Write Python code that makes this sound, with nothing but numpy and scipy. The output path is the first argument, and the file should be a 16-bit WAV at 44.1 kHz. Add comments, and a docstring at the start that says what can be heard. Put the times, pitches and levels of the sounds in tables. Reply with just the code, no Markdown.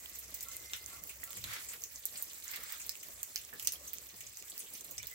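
"""A bare yard in light rain, heard from under a tiled porch roof through a small pair of microphones.
Banded noise makes the rain hiss of wavering level and a dull roof wash; small drops patter as brief resonances.
Eave drips strike wet ground as plink, spray and plop, and ring back from the porch; rising sines are bubble-like
bloops and narrow ticks at a footstep. Shoe scuffs are strokes of rough noise; far calls, perhaps of fowl, are
grainy sines with a thin whistle, and a low rumble is resonant noise."""
import sys
import numpy as np
from scipy import signal
from scipy.fft import rfft, irfft, next_fast_len
from scipy.io import wavfile

SR = 44100
rng = np.random.default_rng(int(sys.argv[2]) if len(sys.argv) > 2 else 0)


def digitize_waveform(pressure):
    """Quantize a signal to 16-bit integers and store it at the path in sys.argv[1].

    Rows of a 2-D input are taken as channels; values are limited to [-1, 1].
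    """
    field = np.atleast_2d(pressure).T
    bounded = np.clip(field, -1, 1)
    quanta = np.round(bounded * 32767).astype(np.int16)
    wavfile.write(sys.argv[1], SR, quanta)


N = 226909
LEFT_LAG_S = 0.00027   # usual delay of the left port
SPOTS = 4   # places under the eave where water lands

# levels over time: [t/s, bright hiss/dB, dull roof wash/dB, patter/dB]
LAYER_LEVELS = [(0.0, -49, -67, -67), (0.08, -53, -67, -59.5), (0.56, -51.5, -68, -58),
                (0.97, -51.5, -66.5, -57.5), (1.12, -56, -66, -61), (1.49, -50, -65.5, -54),
                (1.62, -52, -69, -57.5), (1.8, -53, -62, -61.5), (2.06, -56, -69.5, -56.5),
                (2.19, -49, -64.5, -59), (2.55, -56.5, -67.5, -55), (2.68, -51.5, -67.5, -56),
                (3.18, -53, -67, -60), (3.25, -53, -66.5, -68), (3.38, -54, -68.5, -50.5),
                (3.51, -56.5, -65.5, -61), (4.01, -54.5, -66, -58), (4.38, -57, -71, -59),
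                (4.55, -54, -67.5, -57), (4.71, -56, -70, -57), (4.85, -55.5, -62.5, -58),
                (5.14, -55.5, -71, -57)]


def from_db(db):
    """Gain of a level in dB."""
    return 10 ** (np.asarray(db) / 20)


def rms_one(x):
    """Scaled to rms 1."""
    return x / np.sqrt(np.mean(x ** 2) + 1e-20)


def in_time(rows):
    """Curve columns at every sample."""
    s, *columns = np.transpose(rows)
    return [np.interp(np.arange(N) / SR, s, c) for c in columns]


def at_hz(points, hz):
    """A spectrum read on a log frequency axis."""
    point_hz, values = np.transpose(points)
    return np.interp(np.log(hz), np.log(point_hz), values)


def drift(rate):
    """Slow chance with spread 1: noise through two equal low-passes at rate Hz, drawn every 40 samples."""
    r = np.exp(-80 * np.pi * rate / SR)
    slow = signal.lfilter([1], [1, -2 * r, r * r], rng.standard_normal(N // 40 + 2002))[2000:]
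    return np.interp(np.arange(N) / 40, np.arange(len(slow)), rms_one(slow))


def swell(s, length, rise=0.44):
    """A rounded rise and fall of height 1; rise is the share of the length spent rising."""
    u = (np.arange(N) / SR - s) / length
    ramp = np.minimum(u / rise, (1 - u) / (1 - rise))
    return np.sin(np.pi / 2 * np.clip(ramp, 0, 1)) ** 2


def resonance(x, hz, width_hz):
    """A two-pole peak of gain 1."""
    r = np.exp(-np.pi * width_hz / SR)
    poles = [1, -2 * r * np.cos(2 * np.pi * hz / SR), r * r]
    return signal.lfilter([(1 - r * r) / 2, 0, (r * r - 1) / 2], poles, x)


def double_resonance(x, hz, width_hz):
    """The same peak twice in series, for steeper sides and a rounder onset; rms 1."""
    return rms_one(resonance(resonance(x, hz, width_hz), hz, width_hz))


def tone(hz, rough_db, wobble_hz=28, rate=60):
    """A wavering, grainy sine on a pitch track, rms near 1; the wobble shrinks below 1200 Hz."""
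    wobble = wobble_hz * drift(rate) * np.minimum(hz / 1200, 1)
    grain = from_db(rough_db * drift(115))
    return np.sqrt(2) * grain * np.sin(2 * np.pi * np.cumsum(hz + wobble) / SR)


def banded_noise(spectrum, patchy_db, together_db, rate):
    """Quarter-octave stereo noise bands, each with its own level, flicker and left-right likeness; rms 1."""
    # how alike the two ports are: [f/Hz, correlation]
    likeness = [(60, -0.13), (180, 0.64), (550, 0.66), (1650, -0.12), (4970, 0.12), (15000, -0.054)]
    out, together = 0, drift(rate)
    low_end, high_end = spectrum[0][0], min(spectrum[-1][0], 19000)
    edges = np.exp(np.arange(np.log(low_end), np.log(high_end), np.log(2) / 4))
    white = rng.standard_normal((2, 2, N))      # neighbouring bands get unrelated noise
    for k, (low, high) in enumerate(zip(edges, edges[1:])):
        band = signal.butter(2, [low, high], "band", fs=SR, output="sos")
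        mid, side = signal.sosfilt(band, white[k % 2])
        hz = np.sqrt(low * high)
        alike = at_hz(likeness, hz)
        gain = from_db(at_hz(spectrum, hz) + together_db * together + patchy_db * drift(rate))
        out = out + gain * (np.sqrt(1 + alike) * mid + np.sqrt(1 - alike) * side * [[1], [-1]])
    return rms_one(out)


def place(x, pan_db=0, lag_s=LEFT_LAG_S):
    """A source to one side: a level step between the ports, and the left one late if lag_s is above 0."""
    lag = int(round(lag_s * SR))
    left = np.pad(x, (max(lag, 0), 0))[:len(x)]
    right = np.pad(x, (max(-lag, 0), 0))[:len(x)]
    return np.array([left, right]) * from_db([[pan_db / 2], [-pan_db / 2]])


def far_hiss():
    """Far rain: bright noise in bands; the hiss wavers in level, all bands together and each alone."""
    # colour of the hiss: [f/Hz, level per Hz/dB]
    hiss_colour = [(530, -12), (900, -6.5), (1520, -4.5), (2030, 2.5), (2980, -7), (4750, -5.5),
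                   (7390, 1.5), (7940, 6.5), (9160, -31), (11200, 6), (13800, -4), (17100, 1)]
    hiss_db, _, _ = in_time(LAYER_LEVELS)
    return from_db(hiss_db) * banded_noise(hiss_colour, patchy_db=2.2, together_db=2.2, rate=16.0)


def roof_wash():
    """Rain on the roof: dull noise in bands, of wavering level."""
    # colour of the wash: [f/Hz, level per Hz/dB]
    wash_colour = [(65, -44), (110, -5.5), (231, -3.5), (466, -3), (573, -2.5), (958, -16.5), (1210, -2.5),
                   (1500, -20), (1950, -81), (3300, -120)]
    _, roof_db, _ = in_time(LAYER_LEVELS)
    return from_db(roof_db) * banded_noise(wash_colour, patchy_db=2.0, together_db=3.5, rate=17.7)


def patter(per_s, cycles):
    """Small drops land at random, each ringing a few cycles at a random pitch; direct sound and spots."""
    # strength of the drops by pitch: [f/Hz, level/dB]
    patter_colour = [(1500, -20), (2500, -7), (4500, -1), (7500, 2), (9500, -6), (14000, 3)]
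    _, _, patter_db = in_time(LAYER_LEVELS)
    sizes = from_db(4 * np.minimum(rng.exponential(1, N), 3)) * rng.choice([-1, 1], N)
    born = rng.random(N) < per_s * from_db(2.5 * drift(10)) / SR
    pitches, dealt = np.geomspace(1600, 15500, 16), rng.integers(0, 16, N)
    rings = []
    for k, hz in enumerate(pitches):
        blows = sizes * born * (dealt == k) + 1e-18
        rings.append(from_db(at_hz(patter_colour, hz)) * double_resonance(blows, hz, hz / cycles))
    spots = rms_one(np.array([sum(rings[k::SPOTS]) for k in range(SPOTS)]))
    spots = from_db(patter_db) * spots / 2      # four unrelated spots sum to rms 1 before the level
    lags = np.linspace(-.5, 1.5, SPOTS) * LEFT_LAG_S
    return sum(place(x, 0, lag) for x, lag in zip(spots, lags)), spots


def rumble():
    """Noise in two low resonances, mostly alike in both ports, which swells now and then."""
    # steady level of the lower mode: [t/s, level/dB]
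    steady_level = [(0, -71), (.9, -66.5), (1.7, -70.5), (2.5, -73.5), (3.6, -74.5), (5.15, -76.5)]
    # the two resonances: [f/Hz, width/Hz]
    low_modes = [(64, 19.5), (96, 46)]
    # added swells: [t/s, length/s, lower mode level/dB, upper mode level/dB]
    low_swells = [(1.16, 0.093, -82, -77), (1.358, 0.21, -69, -55.5), (2.546, 0.13, -72, -82),
                  (3.092, 0.16, -71, -75), (3.298, 0.17, -71, -71), (3.498, 0.48, -70, -75),
                  (4.122, 0.23, -77, -68.5), (4.874, 0.27, -67, -68)]
    upper_db = -5   # steady level of the upper mode against the lower
    out, steady = 0, from_db(in_time(steady_level)[0])
    for k, (hz, width) in enumerate(low_modes):
        swells = sum(from_db(db[k]) * swell(s, length) for s, length, *db in low_swells)
        level = steady * from_db(k * upper_db) + swells
        mid, side = rng.standard_normal((2, N))
        ports = mid + .4 * side * [[1], [-1]]
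        out = out + level * double_resonance(ports, hz, width)
    return out


def whistle():
    """A thin far whistle: one wavering sine that rises, holds and fades."""
    hold_s, end_s = (.55, .8), 1.2
    hold_db, rise_db_per_s, fall_db_per_s = -66, 40, 32
    t = np.arange(N) / SR
    slope = np.where(t < hold_s[0], rise_db_per_s, fall_db_per_s)
    fade_db = slope * np.abs(t - np.clip(t, *hold_s))
    level = from_db(hold_db - fade_db + 1.2 * drift(9.0)) * np.clip((end_s - t) / 0.14, 0, 1)
    return level * tone(2075 + 0 * t, rough_db=4, wobble_hz=7, rate=20)


def clucks():
    """Far calls, perhaps of fowl: two rough tones whose pitch arches up midway."""
    # the calls: [t/s, level/dB]
    cluck_times = [(0.447, -60), (.9, -63), (1.248, -64)]
    length_s, pitch_rise = 0.083, 0.0123   # the rise is a share of the pitch
    cluck_tones = [(1115, -4.5), (1350, -1)]   # [f/Hz, level/dB]
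    arch = sum(swell(s, length_s) for s, db in cluck_times)
    voice = sum(from_db(db) * tone(hz * (1 + pitch_rise * arch), rough_db=3) for hz, db in cluck_tones)
    return voice * sum(from_db(db) * swell(s, length_s) ** .5 for s, db in cluck_times)


def glides():
    """Faint lone tones, thin chirps, a low hum, a footstep's thump and a second whistle: gliding sines."""
    # the glides: [t/s, length/s, start f/Hz, end f/Hz, level/dB]
    lone_tones = [(-.3, 1.6, 63.5, 64.5, -69), (-.05, .3, 1985, 1985, -71), (.32, .2, 1970, 1990, -71),
                  (.62, .095, 5600, 6020, -63), (1.34, .11, 185, 190, -66), (1.41, .12, 100, 94, -57.5),
                  (4.86, .09, 5700, 5980, -67), (4.99, .045, 2950, 2980, -64),
                  (5.095, .07, 2030, 2050, -62)]
    t, out = np.arange(N) / SR, 0
    for s, length, start_hz, end_hz, db in lone_tones:
        pitch = np.interp(t, [s, s + length], [start_hz, end_hz])
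        out = out + from_db(db) * swell(s, length) ** .5 * tone(pitch, rough_db=1.5)
    return out


def faint_tones():
    """All the faint pitched sounds from one bearing, a little to the right."""
    return place(whistle() + clucks() + glides(), -2.0, lag_s=0)


def drips(plink_width, spray_width_hz, plop_hz, plop_width_hz, splash_s):
    """Impact and short splash ring three broad resonances: plink, spray, plop; direct sound and spots."""
    # clearest drips from the eave: [t/s, peak level/dB, plink f/Hz, spray f/Hz, plink share/dB,
    # spray share/dB, plop share/dB, left-right/dB, echo level against the drip/dB]
    eave_drips = [(0.0583, -34, 3000, 15300, 10, -14, -23, -1, -16),
                  (0.0954, -36, 7500, 13900, -18, -11, -30, -9, 7),
                  (0.1514, -33, 6700, 13900, -11.5, -9, -32, 0, 6),
                  (0.187, -28.5, 8000, 13500, -36, -8, -34, -5.5, 6.5),
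                  (0.3414, -27, 7800, 15700, -13, -5.5, -30, -9, 8.5),
                  (0.407, -27, 8300, 13400, -9, -12, -28, 1, 0.5),
                  (0.4264, -29, 7800, 13100, -11, -5, -34, 0, 9),
                  (0.4848, -27, 7160, 15600, -9, -9, -26, -7, -1),
                  (0.5145, -34.5, 6230, 13200, -7, -17, -17, -5, 3.5),
                  (0.5327, -37, 6600, 13700, -16, -5, -25, -5.0, -1),
                  (0.5663, -21.5, 8200, 12100, -30, 2, -17, 3, -12),
                  (0.7334, -18, 5250, 14900, -12, -19, -8, 3.5, -1.5),
                  (0.763, -36, 7500, 14100, -22, -3, -32, -5, 9),
                  (0.8607, -29.5, 7040, 13500, -13, -21, -40, -14, -16),
                  (1.037, -32.5, 7800, 13900, -16, -10, -38, -18, -9),
                  (1.071, -32.5, 7690, 14400, -12, -3, -33, -2.5, 2),
                  (1.0914, -33, 8300, 15600, -7, -8, -13, 7, 10.5),
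                  (1.2376, -22.5, 8200, 14400, -8, -7, -32, -2, 1),
                  (1.3054, -29, 6800, 14900, -29, -12, -23, -4, -3),
                  (1.3299, -37.5, 6580, 13500, -10, -12, -13, -14, -1),
                  (1.3683, -32, 7140, 13300, -7, -8, -16.5, -2, 8),
                  (1.4401, -26, 7000, 13800, -11, -13, -16, -2, 1),
                  (1.5325, -29.5, 7500, 13600, -15, -11, -21, -3.5, 6),
                  (1.6462, -41, 6000, 14600, -12, -22, -29, -10, -15),
                  (1.6856, -33.5, 7700, 12400, -7, -10, -22, -1, 9.5),
                  (1.734, -29.5, 4530, 14000, -24, -10, -18.5, 5, 3),
                  (1.8196, -34, 6600, 15700, 1, -16, -27, -3.0, -13),
                  (1.8372, -23.5, 6360, 13200, -11.5, -18.5, -27, -3, -2),
                  (1.9579, -30.5, 6100, 13900, -13, -23, -37, -3, -2.5),
                  (2.0538, -14, 7700, 11500, -10, 3, -24, -4, -0.5),
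                  (2.156, -32, 4660, 11200, -6, -24, -7, -1, 1),
                  (2.171, -31.5, 8200, 12000, -7, -20, -28, -3, 7.5),
                  (2.2119, -40, 8090, 13200, -11, 4, -26, -4.0, -5),
                  (2.2234, -20.5, 7180, 13800, -24, -3, -44, -3, -1),
                  (2.3324, -42, 6600, 13200, -2, -15, -16, -15, -10),
                  (2.4, -36, 7600, 13500, -18, -1, -24, -8, -5),
                  (2.4376, -30, 7450, 15200, -9, -2, -34, 1, 7),
                  (2.4793, -27.5, 6750, 13600, -1, -7, -22, -8, -1),
                  (2.508, -34, 7500, 14800, -25, -8, -32, -10, -7),
                  (2.514, -29, 7050, 14600, -15, -12, -32, -14, 4),
                  (2.5346, -34.5, 4360, 14500, -12, -5, -1.5, -8, 9.5),
                  (2.5591, -30.5, 3940, 11100, -13, -8, -32, -15, 6.5),
                  (2.6319, -28.5, 7800, 15500, -12, -7, -28, -6, 6.5),
                  (2.7222, -24, 7500, 15800, -17, -11, -24, -5, -2),
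                  (2.798, -31, 7700, 14400, -8, -12, -17.5, 5, 6.5),
                  (2.8155, -31.5, 7460, 13300, -8, -19, -29, -4, 6),
                  (2.8634, -28, 7300, 13600, -20, -5, -30, 5, 3),
                  (2.8929, -16, 5400, 14000, -4, -7.5, -19, -5.5, -5),
                  (2.918, -35, 6800, 14300, -8, -10, -32, -7, -4),
                  (2.9537, -33.5, 7180, 13400, -9.5, -20, -11, -13, -5),
                  (3.0278, -36.5, 6760, 13700, -15, -13.5, -20, 2, 9.5),
                  (3.0849, -34, 7700, 13900, -23, -5, -20, -8, -12),
                  (3.23, -18, 9000, 13900, -11, -9.5, -26, -2, -2.5),
                  (3.3584, -14.5, 5500, 14300, -3, -8.5, -14.5, -2.5, -13),
                  (3.3635, -27.5, 4150, 14300, -8, -14, -7.5, -1, 0.5),
                  (3.3768, -29, 6250, 13500, -1, -8, -20, -2, -2.5),
                  (3.4491, -40.5, 7800, 14400, 0, -25, -31, -21, -15),
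                  (3.5354, -32, 7700, 14100, -8.5, -7.5, -20.5, -5, 2),
                  (3.5962, -26, 6630, 13050, -14.5, -12.5, -17.5, -1, -1),
                  (3.6242, -29, 7560, 14300, -13, -12, -26, -6.5, 5),
                  (3.6469, -30, 6630, 14300, -2, 0.5, -11, -5, 5.5),
                  (3.672, -11.5, 6660, 13300, -2.5, -9.5, -15, -3.5, -4),
                  (3.6765, -24.5, 3810, 13600, -9.5, -12, -22, -1, 2),
                  (3.7207, -21, 6600, 12000, -7, -2.5, -18, 3, 2),
                  (3.735, -27, 4450, 13500, -13, -3, -19, -10, 2),
                  (3.8751, -35.5, 6400, 13900, -15, -16, -32, -4, 10),
                  (3.932, -24.5, 7500, 15500, -28, -14.5, -29.5, -9.5, 4.5),
                  (3.9835, -33.5, 6630, 14400, -8, -21, -22, -14.5, -8),
                  (4.0881, -40, 6500, 15600, -7, -8, -15, 0, 8),
                  (4.2057, -29.5, 7600, 15400, -4.5, -7, -13, -2, 5),
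                  (4.2665, -34, 7000, 14000, -11, -28, -30, -3, 3),
                  (4.371, -29, 6560, 13800, -16, -19.5, -37, -3, -7),
                  (4.4235, -32, 7200, 14200, -8.5, -11, -14, -1, -5),
                  (4.48, -39, 7760, 13300, -10, -14, -32, -11, 3),
                  (4.4957, -40.5, 7700, 14700, -8, -13, -36, -7, 12),
                  (4.506, -33, 7950, 14000, -4, -22, -36, -4, 0),
                  (4.5185, -37, 4100, 14000, -4, -22, -32, 0, -5),
                  (4.578, -25, 5190, 14600, -20, -13, -40, -1, -3),
                  (4.591, -32.5, 10500, 12000, -5, -14, -28, -2, 9),
                  (4.5999, -32.5, 8000, 11500, -5, -12, -19, 3, 7.5),
                  (4.7027, -38, 8190, 13400, -8, -10, -28, -1, -3),
                  (4.735, -32, 10600, 13400, -6, -7, -33, 0, 10),
                  (4.7505, -35, 6100, 13400, -7, -22, -12.5, -7, 4.5),
                  (4.8087, -32.5, 6500, 15100, -10, -11, -30, -12, 0),
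                  (4.8452, -30, 8000, 11500, -4, 0, -25, -6, 3.5),
                  (4.9097, -28.5, 7700, 14700, -9, -4.5, -44, -7, 6),
                  (4.9796, -25, 6400, 13700, 4, -7.5, -7.5, -4, 0.5),
                  (5.029, -31, 6060, 15600, -10, -16.5, -12, -6, -3),
                  (5.0691, -23, 5800, 15400, -20.5, -11, -33, -2, 0)]
    widening = 0.29   # dB of plink width gained per dB of peak level
    t = np.arange(600) / SR
    direct, spots = np.zeros((2, N + len(t))), np.zeros((SPOTS, N + len(t)))
    grit, bearing = rng.standard_normal((len(eave_drips), len(t))), rng.random(len(eave_drips))
    for k, row in enumerate(eave_drips):
        s, peak_db, hz, spray_hz, plink_db, spray_db, plop_db, pan_db, echo_db = row
        blow = (t == 0) + 0.2 * grit[k] * np.exp(-t / splash_s)
        plink_width_hz = hz * plink_width * from_db(widening * (peak_db + 14.0))
        plink = from_db(plink_db) * double_resonance(blow, hz, plink_width_hz)
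        spray = from_db(spray_db) * double_resonance(blow, spray_hz, spray_width_hz)
        plop = from_db(plop_db) * double_resonance(blow, plop_hz, plop_width_hz)
        drip = plink + spray + plop
        drip = from_db(peak_db) * drip / np.abs(drip).max()
        at = int((s + .001) * SR)      # lands 1 ms after the listed time
        direct[:, at:at + len(t)] += place(drip, pan_db, LEFT_LAG_S * (0.54 + 0.68 * bearing[k]))
        spots[k % SPOTS, at:at + len(t)] += from_db(echo_db) * drip
    return direct[:, :N], spots[:, :N]


def porch(x):
    """Echoes between floor, wall and roof tiles, sparse at first, then dense; other ones in each port."""
    t60_s, extra_treble_t60_s, gap_s = 0.16, 0.06, 0.0019   # treble takes both decays
    early_share = 0.04   # how densely the first echoes come
    t = np.arange(SR // 3) / SR
    share = np.minimum(early_share + t / .06, 1)
    sparse = rng.random((2, len(t))) < share
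    tail = rng.standard_normal((2, len(t))) * sparse / np.sqrt(share)
    tail = tail * from_db(-60 * t / t60_s) * (t > gap_s)
    dull = signal.lfilter([.45], [1, -.55], tail)      # wet tiles and air take the treble from late echoes
    tail = dull + (tail - dull) * from_db(-60 * t / extra_treble_t60_s)
    tail = tail / np.sqrt(np.sum(tail ** 2, axis=1, keepdims=True))
    return signal.fftconvolve(x[None], tail, axes=1)[:, :N]


def short_rings():
    """Bubble-like bloops and two narrow ticks: decaying sines that climb in pitch; direct and porch shares."""
    # short ringing sounds: bubble-like bloops, and two narrow ticks near 4 kHz at the footstep:
    # [t/s, f/Hz, peak level/dB, echo against direct/dB, ring t60/s]
    ring_rows = [(1.2335, 1936, -36, -8.5, 0.016), (1.4401, 4260, -32.5, -14, 0.0078),
                 (1.443, 3930, -33, 3, 0.0055), (2.527, 2030, -45, 5.5, 0.036),
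                 (2.5342, 1990, -44, 1, 0.023), (3.529, 1730, -42.5, 3.5, 0.018),
                 (3.757, 3160, -47.5, -8, 0.034), (4.999, 2270, -46.5, -2.5, 0.057),
                 (5.036, 3480, -45.5, -2, 0.016), (5.114, 1960, -51.5, 4, .06)]
    rise_per_s = 6   # share of the starting pitch gained each second
    out = 0
    for s, hz, db, echo_db, t60 in ring_rows:
        t = np.maximum(np.arange(N) / SR - s, 0)
        decay = from_db(db - 60 * np.minimum(t / t60, 4))
        ring = decay * np.sin(2 * np.pi * hz * t * (1 + rise_per_s * t / 2))
        out = out + ring * from_db([[0], [echo_db]])
    return out


def shoe():
    """Grit dragged under the sole: rough noise under each stroke."""
    # strokes over the floor: [t/s, length/s, level/dB]
    strokes = [(1.44, 0.2, -44.5), (1.703, 0.073, -51.5), (2.43, 0.22, -50), (2.597, 0.12, -52),
               (2.68, 0.12, -50.5)]
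    # colour of the scuff: [f/Hz, level per Hz/dB]
    scuff_colour = [(410, -55), (700, -20), (975, -14.5), (1160, -6), (2220, -1.5), (2630, -11.5),
                    (3510, -7), (9000, -17.5), (11700, -13), (19800, -120)]
    press = 0.42   # share of the stroke spent pressing down
    stroke = sum(from_db(db) * swell(s, length, press) ** 0.5 for s, length, db in strokes)
    return stroke * banded_noise(scuff_colour, patchy_db=-1.5, together_db=1.5, rate=47)


def scene():
    """All sources; near drops also sound through the porch, each spot with echoes of its own."""
    rain = far_hiss() + roof_wash()
    small, small_spots = patter(per_s=640, cycles=2.6)
    direct, spots = drips(plink_width=0.62, spray_width_hz=6500, plop_hz=2590, plop_width_hz=2120,
                          splash_s=0.00058)
    echoes = sum(porch(x) for x in spots + from_db(-1.5) * small_spots)   # patter echoes 1.5 dB down
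    rings, ring_echoes = short_rings()
    ringing = place(rings, -10.0) + porch(ring_echoes)
    return rain + small + direct + echoes + ringing + shoe() + rumble() + faint_tones()


def record(dry):
    """The microphones colour the treble, the two ports differ in colour, and the top is cut."""
    # treble colour of both microphones: [f/Hz, level/dB]
    mic_colour = [(1000, 0.5), (5000, 0.5), (7300, 1), (9600, -0.5), (12000, -0.5), (14300, 3.5)]
    # colour between the ports: [f/Hz, left-right/dB]
    port_colour = [(60, -3), (110, 1), (200, 2.5), (380, 3), (700, 6), (1290, 0), (2380, -3), (4400, -1),
                   (8120, -0.5), (15000, -5)]
    size = next_fast_len(N)
    hz = np.arange(size // 2 + 1) * SR / size + 1      # 1 Hz up, to keep the log finite
    colour = at_hz(mic_colour, hz) + at_hz(port_colour, hz) / [[2], [-2]]
    wet = irfft(rfft(dry, size) * from_db(colour), size)[:, :N]
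    top_cut = signal.ellip(10, .5, 60, 15900, fs=SR, output="sos")      # steep low-pass at 15.9 kHz
    return signal.sosfilt(top_cut, wet)


dry = scene()
out = record(dry)
digitize_waveform(out)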